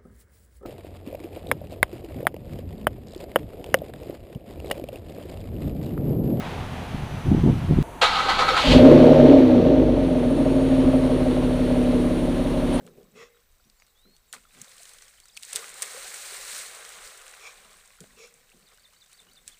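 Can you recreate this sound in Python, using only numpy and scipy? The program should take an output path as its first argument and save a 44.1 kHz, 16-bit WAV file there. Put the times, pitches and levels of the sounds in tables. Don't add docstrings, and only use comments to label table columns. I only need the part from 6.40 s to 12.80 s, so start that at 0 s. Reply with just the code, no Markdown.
import sys
import numpy as np
from scipy import signal
from scipy.fft import rfft, irfft, next_fast_len
from scipy.io import wavfile
from scipy.ndimage import uniform_filter1d

SR = 44100
rng = np.random.default_rng(int(sys.argv[2]) if len(sys.argv) > 2 else 0)


def store_wav(level_fs):
    pcm = np.round(np.clip(np.atleast_2d(level_fs), -1, 1) * 32767)
    wavfile.write(sys.argv[1], SR, pcm.T.astype(np.int16))


def invert_db(level):
    return 10 ** (np.asarray(level, dtype=float) / 20)


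N = 282240
T = np.arange(N) / SR

CHANGE_S = 1.4272

# start t/s, hold t/s, level/dB
GUSTS = [
    (0.028, .04, -46),
    (0.527, .04, -41),
    (0.847, .02, -20.5),
    (0.899, 0.036, -23.5),
    (0.97, .06, -23.5),
    (1.052, 0.041, -19),
    (1.277, .05, -21.5),
    (1.367, .07, -27),
    (1.19, 0.083, -35.5),
    (4.437, .02, -29),
]
# t/s, peak level/dB, f/Hz
EDDY_BURSTS = [(0.546, -12.5, 169), (0.871, -13, 224), (0.915, 1, 178), (0.931, -6, 176),
               (0.947, -3.5, 226), (0.978, -5, 173), (1.039, -4, 221), (1.059, -7.5, 203),
               (1.075, -4.5, 221), (1.096, -10, 205), (1.135, -28, 180), (1.309, -7.5, 215),
               (1.373, -15, 169), (1.386, -1, 207), (4.45, -26, 245), (4.468, -9, 261), (4.487, -17, 264)]
# f/Hz, level/dB per Hz
SOFT_GUST_COLOUR = [(15, -57), (25, -7), (48, -14.5), (81, -6.5), (146, -8), (227, -16.5), (340, -26),
                    (400, -29), (520, -55), (880, -120)]
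HARD_GUST_COLOUR = [(15, -31), (25, -23), (212, 2), (375, -8), (548, -15), (663, -17), (706, -10),
                    (764, -28), (854, -15.5), (1100, -30.5), (1430, -63), (2420, -120)]
BREEZE_DB, BREEZE_LUMPS_DB, GUST_RISE_S, GUST_FALL_S = -35, 2.5, 0.013, 0.11

# f/Hz, level/dB per Hz
TRAFFIC_COLOUR = [(88, -22), (150, -9), (269, -6), (292, -15), (328, -8.5), (435, -10.5), (659, -10.5),
                  (693, -9.5), (753, -8), (819, -10.5), (1330, -15.5), (3310, -22), (8000, -42.5),
                  (10400, -69), (17600, -120)]
TRAFFIC_DB, PASSING_DB, PASSING_FADE_S = -39, 5, 0.44
# f/Hz, level/dB per Hz
RUMBLE_COLOUR = [(12, -31), (20, 0.5), (92, -9), (630, -13), (690, -8), (791, -18), (907, -7), (1020, -15),
                 (1310, -21.5), (3120, -31), (4700, -39), (6110, -83), (10300, -120)]
RUMBLE_DB, RUMBLE_RISE_DB_PER_S, RUMBLE_END_S = -39.5, 11.5, 2.41

# f/Hz, level/dB per Hz
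HISS_COLOUR = [(2760, -49), (4700, -14.5), (6290, 0), (6740, -3.5), (7220, -4.5), (10400, -1),
               (12800, -8.5), (15300, -7.5)]
HISS_DB, HISS_FIRST_DB, HISS_SWELL_DB = -65, -4.5, 3
DUCK_DB, DUCK_FROM_S, DUCK_FALL_S, DUCK_RECOVER_S = -7.5, 2.48, 0.9, 1.38

# t/s, f/Hz, level/dB
WHISTLES = [
    [(.62, 5930, -68), (.9, 5950, -64), (1.17, 5970, -68)],
    [(3.0, 5980, -73), (3.6, 6200, -68), (4.0, 6560, -66), (4.25, 6720, -63), (4.7, 6720, -69),
     (6.4, 6720, -71)],
]

# t/s, peak level/dB, decay to -60 dB t/s
COMPRESSIONS = [
    (1.619, 6, 0.23),
    (1.704, -9, 0.76),
    (1.749, -7, 0.41),
    (1.883, 1, 0.27),
    (1.982, 0.5, 0.29),
    (2.078, 3.5, 0.14),
    (2.162, 2, 0.25),
    (2.305, -1.5, 0.2),
]
# f/Hz, level/dB per Hz
STARTER_COLOUR = [(280, -29), (450, -32), (620, -16), (770, -0.5), (1100, -8), (1300, -1), (1650, -13),
                  (2800, -9.5), (4100, -8), (4750, -12.5), (5050, -20), (9300, -39.5), (11500, -40),
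                  (14000, -66)]
# f/Hz, level/dB per Hz
STARTER_FAST_COLOUR = [(500, -24), (830, -5), (1300, -14.5), (1700, -10.5), (3200, -2), (4700, -8.5),
                       (5100, -15.5), (9300, -31.5), (12000, -40), (14500, -68.5)]
# f/Hz, width f/Hz, level/dB
STARTER_HOUSING = [(505, 44, -0.5), (778, 17, -0.5), (916, 13, -23), (1048, 98, -4), (1275, 64, 1.5),
                   (1510, 27, -17), (1530, 79, -9.5), (1986, 40, -6.5), (2245, 29, -4), (2800, 15, -6),
                   (3294, 14, -4.5), (4150, 24, -17), (4340, 29, -6), (5440, 50, -14.5)]
ENGAGE_S, CLASH_DB, CLASH_T60_S = 1.613, -15, 0.39
GRIND_DB, OVERRUN_S, OVERRUN_DB_PER_S, RELEASE_S, RELEASE_DB_PER_S = -25.5, 2.03, 18, 2.34, -190

# t/s, firings f/Hz
FIRING = [(2.22, 36.2), (2.33, 50.3), (2.43, 67.5), (2.48, 73.5), (2.54, 76.8), (2.62, 77.9), (2.74, 75.7),
          (2.95, 66.97), (3.17, 58.9), (3.53, 46.3), (3.71, 42.3), (3.89, 39.7), (4.07, 38.2), (4.3, 37.49),
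          (4.5, 37.45), (4.8, 36.35), (5.5, 35.35), (6.0, 34.35), (6.4, 34.6)]
# t/s, level over idle/dB
LOAD = [(2.22, 20), (2.28, -0.5), (2.35, 12.5), (2.52, 12), (2.7, 9), (2.82, 9), (2.91, 13), (3.05, 4),
        (3.12, 4), (3.27, 5.5), (3.4, 2), (3.8, 2), (4.02, 4), (4.42, 5.5), (5.06, 2), (5.56, 1.5),
        (5.71, -2.5), (6.4, 0.5)]
# pulse body level/dB, sharp edge level/dB
CYLINDERS = [(1.5, 3), (-6, -1), (2, 3.5), (1, -5), (-6, -5.5), (2, 3.5)]
# f/Hz, width f/Hz, level/dB, share driven by the second bank [-1 to 1]
THUMP = [(33.5, 5.7, 3, 0.68), (50.5, 5.7, 5, .4), (72.8, 8.6, -5, 0.05), (92, 10.3, -1, 0.028),
         (107, 6.7, 0.5, 0.8), (110.8, 19.3, -1.5, 0.38), (149.2, 13.6, 2.5, 0.42), (175.7, 6.3, 2, 0.64),
         (210, 8.6, -9, 0.15)]
DRONE = [(236.1, 7.5, -3, 0.73), (246.6, 7, 4.5, 1), (263.8, 10.2, 4, 0.69), (279.5, 9.8, -3, 1)]
RASP = [(315, 2.23, 3, 0.56), (334.6, 3.4, -0.5, -0.17), (364.2, 4, 0.5, -0.41), (388.8, 11, -6.5, -0.35),
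        (434, 6.7, -12.5, 0.11), (439.2, 7.2, -6, -1.17), (480.8, 24.7, -8.5, -1.72)]
EDGE = [(523.5, 12.5, 0.5, 0.49), (555.3, 14.4, 0.5, 1), (598.3, 16.6, 3, 0.71), (626, 22, 1.5, 0.54),
        (749, 24, -10.5, 0.82), (891, 39, -19.5, 0.94)]
# idle level/dB, share of load [1], slope/dB per octave of speed,
# start t/s, build-up t/s
FOLLOW = [
    (-28.5, 0.27, 2, 2.23, 0.027),
    (-24.5, 0.97, 0.5, 2.22, 0.034),
    (-30, 0.51, 6.5, 2.26, 0.034),
    (-31.5, 0.47, 7, 2.1, 0.043),
    (-36.5, 0.34, 3.5, 2.28, .08),
]
# f/Hz, level/dB per Hz
BAY_COLOUR = [(390, -31.5), (660, -7), (758, -8.5), (853, -9.5), (929, -8.5), (1400, -16), (1780, -17.5),
              (3280, -19.5), (4380, -23), (4980, -34), (5540, -30.5), (7320, -42.5), (8500, -46),
              (11000, -74), (18700, -120)]
# f/Hz, level/dB per Hz
BELT_COLOUR = [(4590, -42), (7800, -7), (8520, -7.5), (8850, 0), (9280, 5.5), (11300, -14), (12500, -46),
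               (16200, -65), (22000, -120)]
IDLE_HZ = 35
CALM, ROUGH_PER_OCTAVE = .9, 1.8
CATCH_S, CATCH_DB, CATCH_T60_S = 2.27, 9, 0.99
BELT_DB, BELT_FROM_S, BELT_WARM_S = -53.5, 3.26, .3
SQUEAK_S, SQUEAK_DB, SQUEAK_WIDE_S = 6.35, 11, 0.031
STIR_S, STIR_DB_PER_S = 6.24, 23


def evened(x):
    return x / np.sqrt(np.mean(x ** 2) + 1e-20)


def columns(rows):
    s, *values = np.transpose(rows)
    return [np.interp(T, s, v) for v in values]


def during(rows, fade=.01):
    since_start = T - rows[0][0] + fade
    until_end = rows[-1][0] + fade - T
    return np.clip(np.minimum(since_start, until_end) / fade, 0, 1)


def drift(smooth_s):
    size = int(smooth_s * SR)
    once = uniform_filter1d(rng.standard_normal(N), size)
    return evened(uniform_filter1d(once, size))


def swell(start, rise, hold, fall):
    return np.clip((T - start) / rise, 0, 1) * np.exp(-np.maximum(T - start - rise - hold, 0) / fall)


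def coloured(x, points):
    hz, db = np.transpose(points)
    log_hz = np.log(np.fft.rfftfreq(N, 1 / SR) + 1)
    shape_db = np.interp(log_hz, np.log(hz + 1), db, left=-90, right=-90)
    return evened(irfft(rfft(x) * invert_db(shape_db), N))


def grains(per_s, spread_db):
    size = invert_db(spread_db * np.minimum(rng.exponential(1, N), 4)) * rng.choice([-1, 1], N)
    return size * (rng.random(N) < per_s / SR)


def rung(first, second, modes):
    size = next_fast_len(N + SR // 2)
    f = np.fft.rfftfreq(size, 1 / SR)
    top = np.searchsorted(f, 4000)
    f, a, b = f[:top], rfft(first, size)[:top], rfft(second, size)[:top]
    out = 0
    for k, (hz, width, db, share) in enumerate(modes):
        damping = 1j * f * width
        resonance = damping / (hz ** 2 - f ** 2 + damping)
        out = out + (-1) ** k * invert_db(db) * resonance * (a + np.clip(share, -1, 1) * b)
    return evened(irfft(out, size)[:N])


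def gain_db():
    return DUCK_DB * swell(DUCK_FROM_S, DUCK_FALL_S, .15, DUCK_RECOVER_S)


def wind():
    level = invert_db(BREEZE_DB + BREEZE_LUMPS_DB * drift(0.034)) * (T < CHANGE_S)
    for s, hold, db in GUSTS:
        same_place = (T < CHANGE_S) | (s > CHANGE_S)
        level = level + invert_db(db) * swell(s, GUST_RISE_S, hold, GUST_FALL_S / 2) * same_place
    hard = np.clip((20 * np.log10(level + 1e-9) + 22) / 12, 0, 1)
    eddies = grains(600, 2.5)
    buffeting = (1 - hard) * coloured(eddies, SOFT_GUST_COLOUR) + hard * coloured(eddies, HARD_GUST_COLOUR)
    out = invert_db(1.0) * level * buffeting
    out *= 1 - np.exp(-abs(T - CHANGE_S) / .002)
    signs = rng.choice([-1, 1], len(EDDY_BURSTS))
    for (s, db, hz), sign in zip(EDDY_BURSTS, signs):
        near = slice(int((s - .02) * SR), int((s + .02) * SR))
        u = (np.pi * hz * (T[near] - s - .002)) ** 2
        out[near] += sign * invert_db(db - 4.0) * (1 - 2 * u) * np.exp(-np.minimum(u, 60))
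    return out


def yard():
    passing_db = PASSING_DB * np.exp(-T / PASSING_FADE_S)
    traffic = invert_db(TRAFFIC_DB + passing_db + .6 * drift(.05))
    traffic = traffic * coloured(rng.standard_normal(N), TRAFFIC_COLOUR)
    rumble_db = RUMBLE_DB + RUMBLE_RISE_DB_PER_S * np.clip(T - CHANGE_S, 0, 1)
    rumble = invert_db(rumble_db) * coloured(rng.standard_normal(N), RUMBLE_COLOUR)
    rumble = rumble * np.clip((RUMBLE_END_S - T) / 0.074, 0, 1)
    step = invert_db(-21.5) * np.exp(np.minimum(T - CHANGE_S, 0) / .002)
    return np.where(T < CHANGE_S, traffic + step, rumble)


def hiss():
    level_db = HISS_DB + gain_db() + HISS_FIRST_DB * (T < OVERRUN_S)
    level_db = level_db + HISS_SWELL_DB * swell(2.15, .17, .02, .15)
    return invert_db(level_db + 11.5) * coloured(rng.standard_normal(N), HISS_COLOUR)


def whistles():
    out = np.zeros(N)
    for rows in WHISTLES:
        hz, db = columns(rows)
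        phase = 2 * np.pi * np.cumsum(hz + 14 * drift(.015)) / SR
        out += np.sqrt(2) * invert_db(db + 1.4 * drift(.03)) * during(rows, .05) * np.sin(phase)
    return out


def starter():
    grind_db = GRIND_DB + OVERRUN_DB_PER_S * np.clip(T - OVERRUN_S, 0, RELEASE_S - OVERRUN_S)
    grind_db += RELEASE_DB_PER_S * np.maximum(T - RELEASE_S, 0)
    clash = invert_db(CLASH_DB - 60 * np.maximum(T - ENGAGE_S, 0) / CLASH_T60_S)
    power = (invert_db(2 * grind_db) + clash ** 2) * np.clip((T - ENGAGE_S) / 0.0033, 0, 1) ** 2
    for s, db, t60 in COMPRESSIONS:
        age = np.maximum(T - s, 0)
        power += (invert_db(db - 14.0 - 60 * age / t60) * (1 - np.exp(-age / 0.0095))) ** 2
    teeth = grains(9000, 1.5) * np.sqrt(power)
    rings = np.zeros(N)
    for hz, width, db in STARTER_HOUSING:
        wander_db = 4.2 * drift(.025)
        rings += invert_db(db + wander_db) * signal.lfilter(*signal.iirpeak(hz, hz / width, SR), teeth)
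    rings = signal.sosfilt(signal.butter(4, [380, 6500], "band", fs=SR, output="sos"), rings)
    fast = np.clip(np.maximum((T - 2.14) / 0.15, (1.7 - T) / 0.17), 0, 1)
    rattle = (1 - fast) * coloured(teeth, STARTER_COLOUR)
    rattle = rattle + 1.05 * fast * coloured(teeth, STARTER_FAST_COLOUR)
    return np.sqrt(power.mean()) * (.8 * rattle + (.55 - .3 * fast) * evened(rings))


def exhaust(strokes, octaves, levels):
    at = np.flatnonzero(np.diff(np.floor(strokes))) + 1
    body_db, edge_db = np.array(CYLINDERS)[strokes[at].astype(int) % len(CYLINDERS)].T
    chance = rng.standard_normal((len(at), 8))
    turbulence = CALM + ROUGH_PER_OCTAVE * np.maximum(octaves, swell(2.2, .02, 0.12, .2))
    puff_shape = .3 + np.exp(-(strokes % 1) / .35)
    puffs = turbulence * evened(puff_shape * rng.standard_normal(N))
    running = T >= FIRING[0][0]
    second = np.floor(strokes) % 2
    # modes, cylinder/dB, scatter/dB, jitter/ms, gas share
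    layers = ((THUMP, .12 * body_db, .6, .05, .12),
              (DRONE, body_db, 1., .05, .17),
              (RASP, -.7 * edge_db, 1.4, .1, .3),
              (EDGE, edge_db, 1.5, .2, .32))
    out = np.zeros(N)
    for k, (level, layer) in enumerate(zip(levels, layers)):
        modes, size_db, scatter_db, jitter_ms, gas = layer
        late = abs(3 + chance[:, k + 4]) * jitter_ms * turbulence[at] * SR / 1000
        pulses = np.zeros(N)
        pulses[np.minimum(at + late.astype(int), N - 1)] = invert_db(size_db + scatter_db * chance[:, k])
        drive = evened(pulses) + gas * puffs * running
        out += level * rung(drive * (1 - second), drive * second, modes)
    return out


def engine_bay(strokes, level):
    clatter = rng.standard_normal(N) + 0.17 * grains(900, 3.2)
    clatter = (1 + 0.022 * np.cos(2 * np.pi * strokes)) * clatter
    stir_db = STIR_DB_PER_S * np.maximum(T - STIR_S, 0)
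    level_db = 0.69 * gain_db() + stir_db + 0.44 * drift(0.026)
    return level * invert_db(level_db) * coloured(clatter, BAY_COLOUR)


def belt():
    squeak_db = SQUEAK_DB * np.exp(-((T - SQUEAK_S) / SQUEAK_WIDE_S) ** 2)
    warm = 1 - np.exp(-(np.maximum(T - BELT_FROM_S, 0) / BELT_WARM_S))
    level = warm ** 2 * invert_db(BELT_DB + squeak_db + 0.85 * drift(.015))
    return level * coloured(rng.standard_normal(N), BELT_COLOUR)


def engine():
    rate, = columns(FIRING)
    load_db, = columns(LOAD)
    strokes = np.cumsum(rate * (T >= FIRING[0][0])) / SR + .5
    octaves = np.log2(rate / IDLE_HZ)
    levels = []
    for db, share, per_octave_db, s, build in FOLLOW:
        level_db = db + share * load_db + per_octave_db * octaves
        levels.append(invert_db(level_db) * np.clip((T - s) / build, 0, 1) ** 2)
    *exhaust_levels, bay_level = levels
    catch = swell(CATCH_S, 0.007, 0.012, CATCH_T60_S / 7)
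    exhaust_levels[0] = exhaust_levels[0] * invert_db(CATCH_DB) ** catch
    return exhaust(strokes, octaves, exhaust_levels) + engine_bay(strokes, bay_level) + belt()


def scene():
    return (wind() + yard() + whistles() + starter() + engine())[None]


def band_limit(x):
    return signal.sosfilt(signal.butter(12, 16110, fs=SR, output="sos"), x)


def record(dry):
    mix = np.clip(dry + hiss(), -1, 1)
    return band_limit(mix)


dry = scene()
out = record(dry)
store_wav(out)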